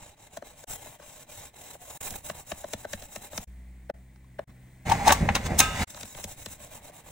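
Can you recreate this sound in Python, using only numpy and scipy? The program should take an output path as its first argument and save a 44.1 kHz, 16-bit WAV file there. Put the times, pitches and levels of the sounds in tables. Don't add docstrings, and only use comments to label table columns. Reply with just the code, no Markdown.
import sys
import numpy as np
from scipy import signal
from scipy.fft import rfft, irfft, next_fast_len
from scipy.io import wavfile
from scipy.ndimage import uniform_filter1d

SR = 44100
rng = np.random.default_rng(int(sys.argv[2]) if len(sys.argv) > 2 else 0)


def materialize(psi):
    bounded = np.clip(np.atleast_2d(psi).T, -1, 1)
    quanta = np.round(bounded * 32767).astype(np.int16)
    wavfile.write(sys.argv[1], SR, quanta)


N = 313551
TIME = np.arange(N) / SR
HZ = np.maximum(np.arange(N // 2 + 1) * SR / N, 1)


def from_db(db):
    return 10 ** (np.asarray(db) / 20)


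def in_time(rows):
    s, *columns = np.transpose(rows)
    return [np.interp(TIME, s, column) for column in columns]


def colour(points):
    hz, db = np.transpose(points)
    return from_db(np.interp(np.log(HZ), np.log(hz), db))


def filtered(x, gain):
    size = next_fast_len(N + 4096)
    grid_hz = np.arange(size // 2 + 1) * SR / size
    spectrum = rfft(x, size) * np.interp(grid_hz, HZ, gain)
    return irfft(spectrum, size)[..., :N]


def rms_one(x):
    return x / np.sqrt(np.mean(x ** 2) + 1e-20)


def peak_one(x):
    return x / np.sqrt(uniform_filter1d(x ** 2, SR // 250).max() + 1e-20)


def drift(axis_values, step):
    knots = rng.standard_normal(4096)
    return np.interp(axis_values / step, np.arange(len(knots)), knots)


def ring(push, modes):
    out = 0
    for hz, db, t60_s in modes:
        radius = from_db(-60 / (t60_s * SR))
        angle = 2 * np.pi * hz / SR
        poles = [1, -2 * radius * np.cos(angle), radius * radius]
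        mode = signal.lfilter([0, np.sin(angle)], poles, push + 1e-18)
        out = -out + from_db(db) * mode
    return out


def add(track, s, sound):
    at = round(s * SR)
    sound = sound[max(-at, 0):N - at]
    track[max(at, 0):max(at, 0) + len(sound)] += sound


def grains(per_s, spread_db):
    sizes = from_db(spread_db * np.minimum(rng.exponential(1, N), 4))
    signed = sizes * rng.choice([-1, 1], N)
    return rms_one(signed * (rng.random(N) < per_s / SR))


def crack(force, bright_db, body):
    hz = np.maximum(np.abs(np.fft.fftfreq(len(force))) * SR, 1)
    tilt = from_db(bright_db * np.clip(np.log2(hz / 4000) / 2, -.5, .8))
    log_gain = np.log(np.interp(hz, HZ, body) * tilt)
    causal = np.exp(np.conj(signal.hilbert(log_gain)))
    return peak_one(irfft(rfft(force) * causal[:len(force) // 2 + 1], len(force)))


def sliding(per_s, response, spread_db, shift_db, count=5):
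    total, power = 0, 0
    for layer in range(count):
        share = from_db(10 * drift(TIME, .045))
        modes = response * from_db(shift_db * drift(HZ, 70.02))
        total = total + share * rms_one(filtered(grains(per_s, spread_db), modes))
        power = power + share ** 2
    return total / np.sqrt(power)


# centre in Hz, width in Hz, lift in dB.
STEEL_RESONANCES = [(578, 130, 7), (830, 150, 3.5), (1000, 140, 3.5), (1654, 120, 3.5), (2676, 160, 6),
                    (3806, 310, 7.5), (5600, 160, 2.5), (6630, 230, 3.5), (7060, 140, 2), (8070, 390, 4.5),
                    (9780, 640, 7), (13000, 230, -6), (15200, 450, 2)]


def steel(ripple_db):
    lift_db = sum(db / (1 + (2 * (HZ - hz) / width) ** 2) for hz, width, db in STEEL_RESONANCES)
    return from_db(lift_db + ripple_db * drift(HZ, 45))


# frequency in Hz, side over mid in dB before scaling.
STEREO_WIDTH = [(60, -34), (150, -22), (300, -11.5), (700, -7.5), (1300, -7), (2400, -4.5), (4400, -3),
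                (8000, -2.5), (11000, 4.5), (15000, -5.5)]


def two_ports(x, scatter=3.3, side_db=0.5, imbalance=0.35):
    lead = np.tanh(scatter * drift(HZ, 219.8) - (HZ / 7500) ** 2)
    louder = imbalance * (drift(HZ, 296) + 0.36 * np.clip(HZ / 15000, 0, 1))
    side = from_db(side_db) * filtered(x, colour(STEREO_WIDTH) * (louder + 1j * lead))
    return np.array([x + side, x - side])


# start in seconds, length in seconds, grit level in relative dB,
# holder level in relative dB, growth from start to end in dB.
STONE_STROKES = [(-0.08, 0.23, -55, -55, -4), (0.167, .127, -54.5, -55, 1), (0.296, 0.1, -52, -52.5, 1),
                 (0.427, 0.12, -51, -52, 2.5), (0.548, 0.14, -52.5, -54.5, -4), (0.669, 0.1, -39, -47.5, 2),
                 (0.73, .248, -53.5, -51.5, 1), (0.987, 0.27, -52.5, -54, 2), (1.267, 0.24, -49.5, -51, 2),
                 (1.532, 0.25, -52.5, -52, 1.5), (1.784, .26, -50.5, -52, 1.5),
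                 (1.993, .122, -41, -46.5, 2), (2.1, .122, -47, -48, -7), (2.221, .11, -42.5, -49.5, 4),
                 (2.333, 0.12, -48.5, -50, -11), (2.45, .1, -44.5, -51.5, 6), (2.547, 0.11, -47.5, -52, -2),
                 (2.651, 0.12, -49.5, -54.5, -4), (2.763, 0.1, -48.5, -50.5, -3),
                 (2.865, 0.12, -48.5, -54, 0), (2.974, 0.12, -49.5, -51, -11),
                 (3.084, 0.12, -47.5, -54.5, 0), (3.192, .103, -46, -49, 2), (3.301, .108, -44.5, -48, -1),
                 (3.402, 0.079, -43.5, -48.5, -7), (5.868, .072, -42, -52.5, 5),
                 (5.938, 0.12, -45, -53, -6), (6.045, 0.11, -45, -59, -3), (6.139, 0.15, -48, -51.5, -7),
                 (6.27, 0.087, -42, -47.5, -1), (6.36, 0.11, -47.5, -48.5, -7),
                 (6.476, 0.099, -44, -50.5, -3), (6.58, 0.12, -49.5, -50, -3.5),
                 (6.693, 0.12, -49.5, -50.5, -7.5), (6.813, 0.1, -50, -49.5, 1), (6.92, 0.11, -51, -51, -6),
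                 (7.037, 0.13, -52.5, -51, 0)]
TURN_S = 0.039
GRIT_POWER, HOLDER_POWER = 1.25, 0.86
GRIT_REST, HOLDER_REST = 0.12, 0.31


def strokes():
    grit, holder = np.zeros((2, N))
    for start, length, grit_db, holder_db, growth_db in STONE_STROKES:
        t = TIME[:round(length * SR)]
        speed = np.tanh(t / TURN_S) * np.tanh((length - t) / TURN_S)
        growth = from_db(growth_db * (t / length - .5))
        add(grit, start, from_db(grit_db) * growth * np.hypot(speed ** GRIT_POWER, GRIT_REST))
        add(holder, start, from_db(holder_db) * growth * np.hypot(speed ** HOLDER_POWER, HOLDER_REST))
    return grit, holder


# time in seconds, extra treble in dB, extra bench shake in dB.
HAND_BITE = [(0, -5, -0.5), (.6, 0, 0), (.75, 5, -2), (1.1, 0, -5.5), (1.9, 3.5, -5.5), (2.1, 7, 1),
             (2.4, 2, 0), (3.4, 3, 1), (5.9, -1.5, 0), (6.5, 2.5, -1.5), (7.1, 3.5, -1.5)]
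# frequency in Hz, density in dB per Hz.
GRIT_COLOUR = [(2500, -6), (4500, -12), (6000, -2.5), (7500, 3.5), (8800, -5), (10500, -8), (11800, -15.5),
               (13000, -4.5), (14200, -4), (15700, -4.5)]
# frequency in Hz, density in dB per Hz.
HOLDER_COLOUR = [(30, 5), (75, 10), (150, 0.5), (330, -11), (600, -0.5), (1200, -14), (2000, -14),
                 (3300, -14.5), (4300, -21.5), (6000, -42)]
PAUSE_FROM_S, PAUSE_TO_S = 3.46, 5.86


def honing(body, flutter_db=2.5, hiss_db=0.5, holder_db=0.5, diffuse_db=-3):
    grit_gain, holder_gain = strokes()
    keen_db, shake_db = in_time(HAND_BITE)
    grit_response = colour(GRIT_COLOUR) * body
    grit = np.array([sliding(11000, grit_response, spread_db=4.0, shift_db=5.0) for draw in range(2)])
    treble = filtered(grit, 1 / (1 + (9000 / HZ) ** 8))
    grit = grit + treble * (from_db(keen_db) - 1)
    holder_response = colour(HOLDER_COLOUR) * body
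    holder = np.array([sliding(4000, holder_response, spread_db=4.0, shift_db=5.5) for draw in range(2)])
    bass = filtered(holder, 1 / (1 + (HZ / 280) ** 4))
    holder = holder + bass * (from_db(shake_db) - 1)
    working = (TIME < PAUSE_FROM_S) | (TIME > PAUSE_TO_S)
    uneven = working * from_db(flutter_db * drift(TIME, .008))
    hiss = from_db(hiss_db) * grit_gain * grit
    shake = from_db(holder_db) * holder_gain * holder
    main, widening = uneven * (hiss + shake)
    side = from_db(diffuse_db) * filtered(widening, colour(STEREO_WIDTH))
    return two_ports(main) + np.array([side, -side])


# frequency in Hz, density in dB per Hz.
AIR_COLOUR = [(150, 8.5), (350, 0.5), (500, -7.5), (700, -2.5), (1000, -8), (1300, -13.5), (2050, -1.5),
              (2800, -15.5), (3800, -16), (5000, -21.5), (9300, -13.5), (11500, -37), (13500, -22),
              (15500, -13.5)]
# time in seconds, level in dB before the air and rumble trims.
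AIR_LEVEL = [(0, -63.5), (3.45, -58), (4.2, -60.5), (4.7, -56.5), (7.1, -56.5)]
# frequency in Hz, density in dB per Hz.
RUMBLE_COLOUR = [(20, -15), (45, -2), (75, 3), (110, -4.5), (160, -2.5), (220, -8.5), (320, -18),
                 (600, -16), (1200, -62)]
# multiple of BUZZ_HZ, starting level in relative dB, growth in dB per second.
BUZZ_PARTIALS = [(1, -7, 0), (2, -1, 6), (3, 1, -4), (4, -9, 0), (5, -15, -3)]
MOTOR_HZ, BUZZ_HZ = 59.7, 63.1
HUM_FROM_S, HUM_TO_S = 3.46, 4.86
MOTOR_START_DB, MOTOR_FADE_DB_PER_S, BUZZ_DB = -43, 14.5, -61


def workshop(air_trim_db=-2, waver_db=0.6, rumble_db=-5):
    air_db, = in_time(AIR_LEVEL)
    running = (TIME > HUM_FROM_S) & (TIME < HUM_TO_S)
    since_s = np.clip(TIME, HUM_FROM_S, HUM_TO_S) - HUM_FROM_S
    turns_s = TIME + .0002 * drift(TIME, .15)
    motor_db = MOTOR_START_DB - MOTOR_FADE_DB_PER_S * since_s
    motor = np.sqrt(2) * np.sin(2 * np.pi * MOTOR_HZ * turns_s)
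    buzz = 0
    for multiple, db, growth in BUZZ_PARTIALS:
        cycles = round(multiple) * BUZZ_HZ * turns_s + rng.random()
        buzz = buzz + np.sqrt(2) * from_db(db + growth * since_s) * np.sin(2 * np.pi * cycles)
    waver = from_db(waver_db * drift(TIME, 0.037))
    hum = running * (from_db(motor_db) * motor + from_db(BUZZ_DB) * buzz) * waver
    air = rms_one(filtered(rng.standard_normal(N), colour(AIR_COLOUR)))
    rumble = rms_one(filtered(rng.standard_normal(N), colour(RUMBLE_COLOUR)))
    return hum + from_db(air_db) * (from_db(air_trim_db) * air + from_db(rumble_db) * rumble)


# time in seconds, thud in relative dB, crack in relative dB, brightness tilt in dB.
ROD_KNOCKS = [(0.371, -32.5, -40.5, -0.5), (0.423, -36, -54, -4), (0.64, -38, -46, 0), (0.86, -46, -48, 18),
              (0.998, -45, -57, -7), (1.752, -42.5, -74, 0), (2.106, -60, -34, 15),
              (2.139, -53, -40.5, -10), (2.298, -31.5, -32.5, -11), (2.517, -31, -32, -10),
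              (2.642, -30.5, -44.5, -8), (2.7338, -31, -28.5, -3), (2.85, -30, -43, -9),
              (2.933, -34.5, -29.5, -4.5), (3.022, -44, -45, -5), (3.16, -37.5, -35, -4),
              (3.331, -39.5, -43.5, -9), (3.377, -35, -28, 0.5), (3.898, -25, -46.5, -16),
              (4.391, -27.5, -46, -16), (5.945, -48, -42.5, -4), (6.009, -49, -37.5, 8),
              (6.031, -44, -36, -2), (6.148, -51, -43, -10), (6.185, -42, -44.5, -6),
              (6.241, -42.5, -31, 4.5), (6.46, -42, -34, 0.5), (6.896, -44, -55, 10)]
# frequency in Hz, level in dB before random variation, t60 in seconds.
ROD_MODES = [(572.6, 3, 0.036), (675, 0.5, 0.029), (828, -7, 0.019), (980, -14, 0.029), (1530, -9, 0.03)]
# frequency in Hz, level in relative dB, t60 in seconds.
BENCH_MODES = [(83.3, -0.5, 0.094), (145, -1.5, 0.05), (209, 2, 0.061)]
# frequency in Hz, density in dB per Hz.
CRACK_COLOUR = [(400, -3.5), (1000, -0.5), (1600, 1.5), (2100, -2), (3000, -2), (4000, -2.5), (4800, -4.5),
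                (6000, 1), (9500, -11), (11500, -17), (15000, -9)]
# frequency in Hz, density in dB per Hz.
HOLLOW_COLOUR = [(200, -7), (420, -2), (650, 3), (1000, -10), (1600, -10), (2800, -24), (5000, -40)]


def knocks(body, rattle_s=0.0015, thud_db=-1, crack_db=1.2, bench_db=-7, travel=0.16, vary_db=2.5,
           run_up_s=0.012, run_up_db=-12, hollow_db=-7):
    out, t = np.zeros(N), TIME[:8192]
    tap = 1. * (t == 0)
    bench = peak_one(ring(tap, BENCH_MODES))
    contact_body = body * colour(CRACK_COLOUR)
    grinding_body = body * colour(GRIT_COLOUR)
    for s, low_db, high_db, bright_db in ROD_KNOCKS:
        rattle = rng.standard_normal(len(t)) * (t / rattle_s + 0.47) * np.exp(-t / rattle_s)
        add(out, s, from_db(high_db + crack_db) * crack(rattle, bright_db, contact_body))
        add(out, s, from_db(low_db + hollow_db) * crack(rattle, 0, colour(HOLLOW_COLOUR)))
        add(out, s, from_db(high_db + bench_db) * bench)
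        run_up = rng.standard_normal(len(t)) * np.exp((t - t[-1]) / run_up_s)
        grind = crack(np.pad(run_up, (0, len(t))), bright_db, grinding_body)
        grinding = not PAUSE_FROM_S < s < PAUSE_TO_S
        add(out, s - t[-1], grinding * from_db(high_db + run_up_db) * grind)
        struck = [(hz, db + vary_db * rng.standard_normal(), t60_s) for hz, db, t60_s in ROD_MODES]
        thud = peak_one(ring(tap - np.roll(tap, 36), struck))
        add(out, s - .005, from_db(low_db + thud_db) * thud)
    delay_s = travel * np.maximum(1 / np.sqrt(HZ + 20) - 1 / np.sqrt(6000), 0)
    return filtered(out, np.exp(-2j * np.pi * np.cumsum(delay_s) * SR / N))


# time in seconds, half length in seconds, level in dB.
EDGE_SCRATCHES = [(0.87, 0.0097, -49), (1.028, 0.02, -49), (2.029, 0.0083, -51), (2.075, 0.008, -40),
                  (4.16, 0.0018, -60), (4.246, .002, -63), (4.495, .012, -59), (5.976, 0.0055, -43),
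                  (6.182, .007, -47)]
# frequency in Hz, density in dB per Hz.
RASP_COLOUR = [(400, -5), (1050, 8.5), (1800, -0.5), (3500, -7.5), (7000, -11), (11000, -27)]


def scratches(body, per_s=1500):
    out, t = np.zeros(N), TIME[:8192] - TIME[4096]
    for s, half_s, db in EDGE_SCRATCHES:
        catches = rng.random(len(t)) < per_s / SR
        slips = rng.standard_normal(len(t)) * catches * np.exp(-(t / half_s) ** 2)
        response = body * colour(RASP_COLOUR) * from_db(4.5 * drift(HZ, 119.5))
        add(out, s + t[0], from_db(db) * crack(slips, 0, response))
    return out


# time in seconds, level in dB.
STAND_BUMPS = [(5.208, -27), (5.226, -21.5), (5.305, -21.5), (5.807, -28), (4.492, -45)]
# time in seconds, half length in seconds, pitch in Hz, level in dB.
SOCKET_GROANS = [(5.016, 0.027, 830, -30), (5.519, 0.036, 720, -30)]


def stand(groan_t60_s=0.052):
    out = np.zeros(N)
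    bump = peak_one(ring(1. * (TIME[:8192] == 0), BENCH_MODES))
    for s, db in STAND_BUMPS:
        add(out, s, from_db(db) * bump)
    for s, half_s, hz, db in SOCKET_GROANS:
        slips = grains(2500, spread_db=3.0) * np.exp(-((TIME - s) / half_s) ** 2)
        out += from_db(db) * peak_one(ring(slips, [(hz, 0, groan_t60_s)]))
    return out


# time in seconds, rise in seconds, decay in seconds,
# rumble, rub and hiss levels in relative dB.
CLAMP_SHOVES = [(4.9, 0.06, 0.14, -29, -32, -37.5), (5.081, .025, 0.055, -33, -28, -26.5),
                (5.229, 0.034, 0.075, -22.5, -39.5, -58), (5.467, .016, .009, -29.5, -54, -31),
                (5.512, 0.018, 0.05, -26.5, -36.5, -51), (5.615, 0.018, 0.048, -34.5, -30, -27),
                (5.829, 0.067, 0.023, -32, -30.5, -30)]
GRIP_RELATIVE_DB = (-36, -43, -47)


def shoves():
    power = from_db(GRIP_RELATIVE_DB)[:, None] ** 2
    for s, rise, decay, *levels_db in CLAMP_SHOVES:
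        age = np.abs(TIME - s) / np.where(TIME < s, rise, decay)
        swell = np.exp(-np.minimum(age, 20))
        power = power + (from_db(levels_db)[:, None] * swell) ** 2
    return np.sqrt(power)


# frequency in Hz, density in dB per Hz.
RUB_COLOUR = [(250, -16), (450, -10.5), (600, -3), (780, 7), (1000, -3), (1350, -9), (2100, 1.5),
              (2700, -12), (4000, -46)]
# frequency in Hz, density in dB per Hz.
HISS_COLOUR = [(1800, 6.5), (2900, 2), (3800, 3), (4800, -0.5), (6800, 2), (9500, -3), (11500, -33),
               (13500, -7), (15500, -9)]


def handling(body, rumble_db=0.0, rub_db=-1, hiss_db=-1):
    rumble, rub, hiss = shoves()
    hiss_response = colour(HISS_COLOUR) * np.sqrt(body) * from_db(4.0 * drift(HZ, 30))
    out = rumble * from_db(rumble_db) * rms_one(filtered(grains(900, spread_db=1.5), colour(RUMBLE_COLOUR)))
    out += rub * from_db(rub_db) * rms_one(filtered(grains(4000, spread_db=4.0), colour(RUB_COLOUR)))
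    out += hiss * from_db(hiss_db) * rms_one(filtered(grains(15000, spread_db=4.0), hiss_response))
    out += blade()
    return out * np.interp(TIME, [4.85, 4.865, 5.838, 5.848], [0, 1, 1, 0])


# time in seconds, thud in relative dB, crack in relative dB,
# brightness tilt in dB, rise in seconds, decay in seconds.
CLAMP_CLACKS = [(4.899, -20.5, -31, 1, 0.0047, 0.0061), (4.92, -12, -25, -6.5, 0.0033, 0.0064),
                (5.081, -9.5, -19, -1, 0.0095, 0.01), (5.094, -25, -19.5, -20, 0.0028, 0.0072),
                (5.108, -17.5, -15, -23, 0.0037, 0.0044), (5.124, -14, -16.5, 4.5, 0.0035, 0.0061),
                (5.29, -20, -19.5, -29, 0.0011, 0.0077), (5.353, -52, -20, -4.5, 0.0022, 0.0076),
                (5.363, -44, -24.5, -21, 0.004, 0.0088), (5.592, -29, -12.5, 14.5, 0.0038, 0.0061),
                (5.604, -19, -11, 5, 0.0034, 0.003)]
# frequency in Hz, level in relative dB, t60 in seconds.
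CLAMP_MODES = [(490, -17, 0.05), (675, -26, 0.042), (800, 7, 0.05), (911, 4, 0.042), (1143, -6.5, 0.069)]


def clacks(body, thud_db=-0.5, crack_db=0.8, judder=0.061, tail_db=-22, tail_s=0.026, peak_db=2, peak_s=0.00072):
    out, t = np.zeros(N), TIME[:8192] - TIME[2048]
    for s, low_db, high_db, bright_db, rise, decay in CLAMP_CLACKS:
        swell = np.exp(-np.abs(t) / np.where(t < 0, rise, decay))
        peak = from_db(peak_db) * np.exp(-np.abs(t) / peak_s)
        tail = from_db(tail_db) * np.exp(-np.abs(t) / tail_s)
        noise = (swell + (peak + tail) * (t >= 0)) * rng.standard_normal(len(t))
        push = (t == 0) + judder * swell * rng.standard_normal(len(t))
        thud = peak_one(ring(push - np.roll(push, SR // 1600), CLAMP_MODES))
        early_thud = np.roll(thud, -SR // 260)
        snap = crack(noise, bright_db, body * colour(CRACK_COLOUR))
        add(out, s + t[0], from_db(low_db + thud_db) * early_thud + from_db(high_db + crack_db) * snap)
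    return out


# frequency in Hz, level in dB before the ring trim, t60 in seconds.
BLADE_MODES = [(850, -24.5, 0.068), (1277, -23.5, 0.52), (1583, -27, 0.51), (1890, -53, 0.25),
               (2490, -23, 0.18), (2915, -49, .4), (2700, -34.5, 0.83), (2880, -34.5, 0.99),
               (3603, -33, 0.72), (6900, -38, 0.22), (3630, -40, 0.31), (7800, -39, 0.4), (8425, -40, 0.3)]
SNAP_S = 5.606


def blade(buzz_db=2.5, buzz_s=.004, ring_db=-3):
    snap = 1. * (np.arange(N) == round(SNAP_S * SR))
    out = 0
    for mode in BLADE_MODES:
        buzz = buzz_db * drift(np.abs(TIME - SNAP_S), buzz_s)
        out = out + ring(snap, [mode]) * from_db(ring_db + buzz)
    return out


def room(x, wet_db=-19, t60_s=0.22):
    t = TIME[:SR // 2]
    noise = signal.lfilter([1], [1, -.6], rng.standard_normal((2, len(t))))
    tail = noise * from_db(-60 * t / t60_s) * (t > .004)
    tail /= np.sqrt(np.sum(tail ** 2, axis=1, keepdims=True))
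    wet = signal.fftconvolve(x, tail, axes=1)[:, :N]
    return from_db(wet_db) * filtered(wet, HZ / (HZ + 400))


# time in seconds, left over right in dB.
STONE_PLACE = [(0, -0.5), (.65, -0.5), (.75, 1.5), (1.05, 1.5), (1.2, -1), (1.95, -0.5), (2.05, -4),
               (2.5, -0.5), (7.1, -1.5)]
# start in seconds, end in seconds.
LEVEL_DIPS = [(.648, .668), (1.981, 2.002), (3.448, 3.469), (3.916, 3.935), (4.447, 4.470), (5.85, 5.868)]


def scene():
    body = steel(ripple_db=2.0)
    pan = from_db(in_time(STONE_PLACE)[0] * np.array([[.5], [-.5]]))
    work = honing(body) * pan
    for part in (knocks(body) + scratches(body), handling(body) + stand(), clacks(body)):
        work = work + two_ports(part)
    out = work + room(work) + two_ports(workshop())
    apart_s = np.min([np.maximum(start - TIME, TIME - end) for start, end in LEVEL_DIPS], axis=0)
    dip = (1 - np.clip(apart_s / .009, 0, 1)) ** 2
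    return out * from_db(-32 * dip)


CUTOFF_HZ = 15750


def record(dry):
    low_pass = signal.ellip(10, .2, 80, CUTOFF_HZ, fs=SR, output="sos")
    return signal.sosfilt(low_pass, np.clip(dry, -1, 1))


dry = scene()
out = record(dry)
materialize(out)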